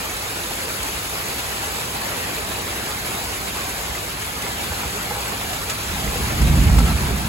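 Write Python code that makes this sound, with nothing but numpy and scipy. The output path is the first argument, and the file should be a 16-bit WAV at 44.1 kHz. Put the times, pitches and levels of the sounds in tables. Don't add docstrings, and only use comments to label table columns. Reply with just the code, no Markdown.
import sys
import numpy as np
from scipy import signal
from scipy.fft import rfft, irfft
from scipy.io import wavfile
from scipy.ndimage import uniform_filter1d

SR = 44100
rng = np.random.default_rng(int(sys.argv[2]) if len(sys.argv) > 2 else 0)


def put_to_file(sound):
    columns = np.atleast_2d(sound).T
    safe = np.clip(columns, -1, 1)
    whole_steps = np.round(safe * 32767)
    wavfile.write(sys.argv[1], SR, whole_steps.astype(np.int16))


N = 321048
TIME = np.arange(N) / SR

# time in seconds, roof drumming and yard hiss in relative dB.
DOWNPOUR = [(0, -33.5, -32.5), (0.9, -34, -31.5), (1.7, -32, -31), (2.7, -31, -31.5), (3.4, -33.5, -32),
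            (4.35, -35, -34.5), (4.7, -32, -31.5), (5.3, -33, -32.5), (5.75, -33, -32.5),
            (6.15, -30, -29.5), (6.75, -28, -29.5), (7.28, -32, -32.5)]


def gain_of(db):
    return 10 ** (np.asarray(db) / 20)


def unit_rms(x):
    return x / np.sqrt(np.mean(x ** 2) + 1e-20)


def at_frequency(table, hz, column=1):
    columns = np.transpose(table)
    return np.interp(np.log(hz + 1), np.log(columns[0] + 1), columns[column])


def at_time(table, t, column=1):
    columns = np.transpose(table)
    return np.interp(t, columns[0], columns[column])


def coloured(x, spectrum):
    size = x.shape[-1]
    response = gain_of(at_frequency(spectrum, np.fft.rfftfreq(size, 1 / SR)))
    return unit_rms(irfft(rfft(x) * response, size))


def panned(balance_db):
    return gain_of(np.array([[.5], [-.5]]) * balance_db)


def add(mix, start_s, sound):
    part = mix[:, round(start_s * SR):][:, :sound.shape[1]]
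    part += sound[:, :part.shape[1]]


def stereo_spread(pair):
    # frequency in Hz, blend of the channels
    spread = [(250, 0.89, 0.03), (600, 0.44, -0.73), (1900, 0.35, -1.98), (2600, 0.22, -0.32),
              (4000, 0.14, -7.35), (5400, 0.3, -9.81), (6400, 0.63, -12.26), (7100, 0.93, -12.61),
              (7900, 0.67, -14.03), (8800, 0.97, -15.65), (9500, 0.99, -15.71), (10200, 0.67, -17.18),
              (11300, 0.99, -18.85), (12400, 0.55, -20.26), (13200, 0.99, -21.98), (14300, 0.96, -22.03),
              (14700, 0.47, -23.82), (15400, 0.99, -25.1)]
    # frequency in Hz, left minus right in dB.
    balance = [(300, -1.5), (560, -1), (780, -2.8), (1100, -.5), (2400, 0), (5000, .8), (8000, 0)]
    first, second = rfft(pair)
    hz = np.fft.rfftfreq(N, 1 / SR)
    blend = np.clip(at_frequency(spread, hz), 0, 1)
    right_shift = np.exp(-1j * at_frequency(spread, hz, column=2))
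    shared = np.sqrt((1 + blend) / 2) * first
    apart = np.sqrt((1 - blend) / 2) * second
    both = np.array([shared + apart, (shared - apart) * right_shift])
    return irfft(both * panned(at_frequency(balance, hz)), N)


def patter(per_s, spread_db, low_hz, high_hz, decay_cycles, pitches=32):
    t, out = np.arange(SR // 14) / SR, np.zeros((2, N))
    candidates = 2000
    probability = per_s * N / SR / pitches / candidates
    for hz in np.geomspace(low_hz, high_hz, pitches):
        chance, size, onset = rng.random((3, 2, candidates))
        drops = gain_of(-spread_db * np.log(np.maximum(size, .004))) * (chance < probability)
        ping = np.exp(-t * hz / decay_cycles) * np.sin(2 * np.pi * hz * t) * hz
        for ear, k in zip(*np.nonzero(drops)):
            part = out[ear, int(onset[ear, k] * N):][:len(ping)]
            part += drops[ear, k] * ping[:len(part)]
    return unit_rms(out)


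def rain(level_db=-26, tick_db=-7.5, plink_db=-15, patchy_db=1.86, flicker_db=0.57, split_hz=3200):
    # frequency in Hz, relative density in dB.
    spectrum = [(250, -2.5), (400, -1), (560, -3), (780, -1.3), (1250, -3), (1900, -5), (2400, -5.5),
                (3500, -8), (4600, -8.5), (5600, -12), (7000, -10.5), (8800, -10), (11500, -10),
                (14000, -17), (15700, -17)]
    ticks = patter(per_s=3000, spread_db=2.0, low_hz=1500, high_hz=15400, decay_cycles=2.13)
    plinks = patter(per_s=420, spread_db=2.2, low_hz=380, high_hz=4800, decay_cycles=10, pitches=90)
    drops = rng.standard_normal((2, N)) + gain_of(tick_db) * ticks + gain_of(plink_db) * plinks
    hz, t, cells = signal.stft(drops, SR, nperseg=1024, noverlap=768)
    drum_db, hiss_db = at_time(DOWNPOUR, t), at_time(DOWNPOUR, t, column=2)
    yard = (hz ** 2 / (hz ** 2 + split_hz ** 2))[:, None]
    swell_db = (0.5 - yard) * (drum_db - drum_db.mean()) + yard * (hiss_db - hiss_db.mean())
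    patches = uniform_filter1d(rng.standard_normal(cells.shape[1:]), size=4, axis=0)
    patches = unit_rms(uniform_filter1d(patches, size=8, axis=1))
    flicker = unit_rms(uniform_filter1d(rng.standard_normal(len(t)), size=5))
    cells = cells * gain_of(swell_db + patchy_db * patches + flicker_db * flicker)
    wash = signal.istft(cells, SR, nperseg=1024, noverlap=768)[1][:, :N]
    wash = signal.sosfilt(signal.butter(2, 230, "high", fs=SR, output="sos"), wash)
    return gain_of(level_db) * stereo_spread(coloured(wash, spectrum))


def spatter(level_db=-47):
    ticks = patter(per_s=170, spread_db=2.7, low_hz=6500, high_hz=14000, decay_cycles=3)
    return gain_of(level_db) * stereo_spread(ticks)


def puddles(level_db=-53):
    plops = patter(per_s=60, spread_db=2.0, low_hz=1200, high_hz=4800, decay_cycles=13, pitches=60)
    return gain_of(level_db) * stereo_spread(plops)


def rumble(spectrum, smooth_s, side_db, balance_db):
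    middle, side = coloured(rng.standard_normal((2, N)), spectrum)
    window = signal.windows.hann(int(smooth_s * SR))
    strength = np.sqrt(abs(signal.fftconvolve(middle ** 2, window / window.sum(), "same")) + 1e-3)
    return (middle / strength + gain_of(side_db) * np.array([side, -side])) * panned(balance_db)


def throb(crest_s, peak_db, hz, width_s, sag_hz_per_s=120):
    t = np.arange(-SR // 10, SR // 10) / SR
    turns = hz * t - .5 * sag_hz_per_s * t ** 2 + rng.random()
    envelope = gain_of(peak_db) * np.exp(-.5 * (t / width_s) ** 2)
    return crest_s + t[0], envelope * np.sin(2 * np.pi * turns)


def roof_drone(base_db=-38, rise_db_per_s=0.62, drum_share=0.47):
    # frequency in Hz, relative density in dB.
    spectrum = [(15, -40), (30, -19), (45, -6.5), (58, 3), (75, -2.5), (105, -1.5), (135, -6), (200, -6.5),
                (300, -14.5), (600, -62), (2000, -100)]
    # crest in seconds, peak level in dB before panning, pitch in Hz.
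    thuds = [(.15, -31, 56), (.70, -31, 58), (.82, -29, 58.4), (.967, -33, 57.7), (3.289, -33, 60),
             (3.909, -28, 63), (4.715, -26, 69), (4.871, -25, 71.6), (5.17, -31, 65)]
    drum_db = at_time(DOWNPOUR, TIME)
    level_db = base_db + rise_db_per_s * TIME + drum_share * (drum_db - drum_db.mean())
    out = gain_of(level_db) * rumble(spectrum, smooth_s=0.13, side_db=-14, balance_db=-1.2)
    for crest_s, db, hz in thuds:
        start, thud = throb(crest_s, db, hz, width_s=0.013)
        add(out, start, panned(balance_db=-3) * thud)
    return out


def knocks(level_db=1.5, detune=0.011, reach_octaves=0.53, slap_db=-3, slap_t60=0.018, slap_octaves=0.77):
    # start in seconds, relative level in dB, left minus right in dB,
    # favoured pitch in Hz, factor on the ring time.
    drips = [(0.256, -28, -3, 750, .6), (0.507, -26.5, 0, 850, 0.8), (2.583, -24, -2, 700, 0.8),
             (3.217, -26, -2, 780, 0.55), (3.950, -25, 2, 2900, 0.6), (4.465, -23, 0, 2100, 0.38),
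             (4.718, -24, -6, 746, 0.66), (4.833, -25.5, 0, 1100, 0.69), (4.995, -26, 0, 1200, 0.54),
             (5.108, -20, -5, 680, .8), (5.155, -26, -2, 850, .8), (5.169, -26, -2, 560, 0.57),
             (5.186, -27, -2, 600, 0.48), (5.206, -31, -2, 800, 0.43), (5.325, -26, -1, 280, .6),
             (5.700, -26, -2, 1290, 0.95), (6.063, -26, -4, 480, 0.67), (6.076, -25, 0, 2300, .4),
             (6.158, -25, 0, 480, .8), (6.684, -24, -5, 700, 0.86), (6.698, -26, -5, 1300, 0.65),
             (6.784, -17.5, 1, 1050, 0.69), (6.803, -21, 0, 1050, 0.5), (6.863, -26.5, 1, 1400, 1.2),
             (6.881, -33, -2, 1450, 0.89), (6.901, -28, 0, 1050, .6)]
    # frequency in Hz, relative level in dB, T60 in seconds.
    modes = [(407, 2, 0.13), (487, 3.5, 0.16), (660, -11, 0.057), (810, 7, 0.085), (934, -1, 0.076),
             (1160, -9, 0.044), (1333, -0.5, 0.16), (1750, -19, .03), (2070, 1, 0.082), (2500, -11, .04)]
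    t, out = np.arange(SR // 5) / SR, np.zeros((2, N))
    hz, mode_db, t60 = np.transpose(modes)[:, :, None]
    bins_hz = np.fft.rfftfreq(len(t), 1 / SR) + 1
    attack = 1 - np.exp(-t / 0.0011)
    for start, db, balance_db, favoured_hz, ring_factor in drips:
        weight = gain_of(mode_db) * np.exp(-.5 * (np.log2(hz / favoured_hz) / reach_octaves) ** 2)
        turns = hz * (1 + detune * rng.standard_normal(hz.shape)) * t + rng.random(hz.shape)
        turns = turns + 0.22 * rng.random((2, len(hz), 1))
        decay = gain_of(-60 * t / (t60 * ring_factor))
        ring = (weight * decay * np.sin(2 * np.pi * turns)).sum(1) / np.linalg.norm(weight)
        band = np.exp(-.5 * (np.log2(bins_hz / favoured_hz) / slap_octaves) ** 2)
        noise = unit_rms(irfft(rfft(rng.standard_normal(len(t))) * band, len(t)))
        slap = noise * gain_of(slap_db - 60 * t / slap_t60)
        add(out, start, gain_of(level_db + db) * panned(balance_db) * (ring + slap) * attack)
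    return out


def splats(rise_share=0.053, reach_octaves=0.72):
    # start in seconds, relative level in dB, T60 in seconds, centre of emphasis in Hz.
    gushes = [(.829, -20, 0.045, 8000), (1.646, -28, .012, 8000), (2.590, -22, .014, 9000),
              (3.110, -22, .012, 8000), (4.084, -25, .012, 11000), (4.215, -26, .15, 2200),
              (4.421, -23, .05, 3000), (5.528, -23, .12, 2400), (5.694, -18, 0.11, 3000),
              (6.416, -21, .04, 4000), (6.560, -21, .012, 8000), (6.784, -19.5, 0.08, 3800)]
    # frequency in Hz, relative density in dB.
    spectrum = [(300, -22), (1200, -9), (3000, -9.5), (5500, -12.5), (9000, -5), (16000, -18)]
    t, out = np.arange(SR // 8) / SR, np.zeros((2, N))
    for start, db, t60, centre_hz in gushes:
        colour = [(hz, level - 10 * np.log10(1 + (np.log2(hz / centre_hz) / reach_octaves) ** 2))
                  for hz, level in spectrum]
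        spray = coloured(rng.standard_normal((2, len(t))), colour)
        attack = np.minimum(t / (rise_share * t60), 1)
        add(out, start, spray * attack * gain_of(db - 60 * t / t60))
    return stereo_spread(out)


def roll(start, hold_s, t60, attack_s=0.036, echo_db=-12, echo_t60=4.7):
    attack = np.clip((TIME - start) / attack_s, 0, 1)
    after = np.maximum(TIME - start - attack_s - hold_s, 0)
    return attack * gain_of(np.maximum(-60 * after / t60, echo_db - 60 * after / echo_t60))


def thunder():
    # frequency in Hz, relative density in dB.
    deep_spectrum = [(15, -30), (30, -14), (44, 3), (55, 13), (66, 0), (80, 10), (100, -14), (140, -36),
                     (600, -120)]
    body_spectrum = [(70, -16), (100, -1), (135, -0.5), (190, -3.5), (235, -9.5), (275, -13.5),
                     (350, -20.5), (600, -42), (1500, -55), (5000, -110)]
    # start and hold in seconds, rumble and body in dB.
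    rolls = [(5.86, .3, -33, -36), (6.024, 0.023, -33, -30.5), (6.17, 0.22, -30, -29),
             (6.378, 0.06, -22, -20), (6.467, 0.32, -18.5, -18.5), (6.847, 0.036, -22, -22),
             (6.977, 0.13, -33, -26), (7.206, .03, -37, -28)]
    deep = rumble(deep_spectrum, smooth_s=.09, side_db=-20, balance_db=-2.6)
    body = rumble(body_spectrum, smooth_s=.08, side_db=-16, balance_db=.3)
    deep_power = sum((gain_of(db) * roll(start, hold, t60=0.32)) ** 2 for start, hold, db, _ in rolls)
    body_power = sum((gain_of(db) * roll(start, hold, t60=0.43)) ** 2 for start, hold, _, db in rolls)
    return deep * np.sqrt(deep_power) + body * np.sqrt(body_power)


def booms(level_db=-0.5, balance_db=-3.5):
    # crest in seconds, relative peak level in dB, pitch in Hz, width in seconds.
    waves = [(6.081, -30, 63, .018), (6.211, -20.5, 70.5, 0.022), (6.291, -22, 66, .014),
             (6.412, -21, 68, 0.012), (6.454, -9, 57, .026), (6.529, -11.5, 68, 0.014),
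             (6.603, -9.5, 57.7, .018), (6.674, -5.5, 76, 0.015), (6.724, -7, 61, 0.015),
             (6.779, -9, 62, 0.019), (6.84, -9, 60, 0.013), (6.951, -14.5, 67, 0.014),
             (7.023, -18, 72, 0.011), (7.133, -14.5, 65.6, 0.015), (7.192, -22, 62, .012)]
    out = np.zeros((2, N))
    for wave in waves:
        start, boom = throb(*wave)
        add(out, start, gain_of(level_db) * panned(balance_db) * boom)
    return out


def scene():
    return rain() + spatter() + puddles() + roof_drone() + thunder() + booms() + splats() + knocks()


def record(dry):
    low_pass = signal.firwin(511, 15900, window=("kaiser", 9), fs=SR)
    return signal.oaconvolve(dry, low_pass[None], "same")


dry = scene()
out = record(dry)
put_to_file(out)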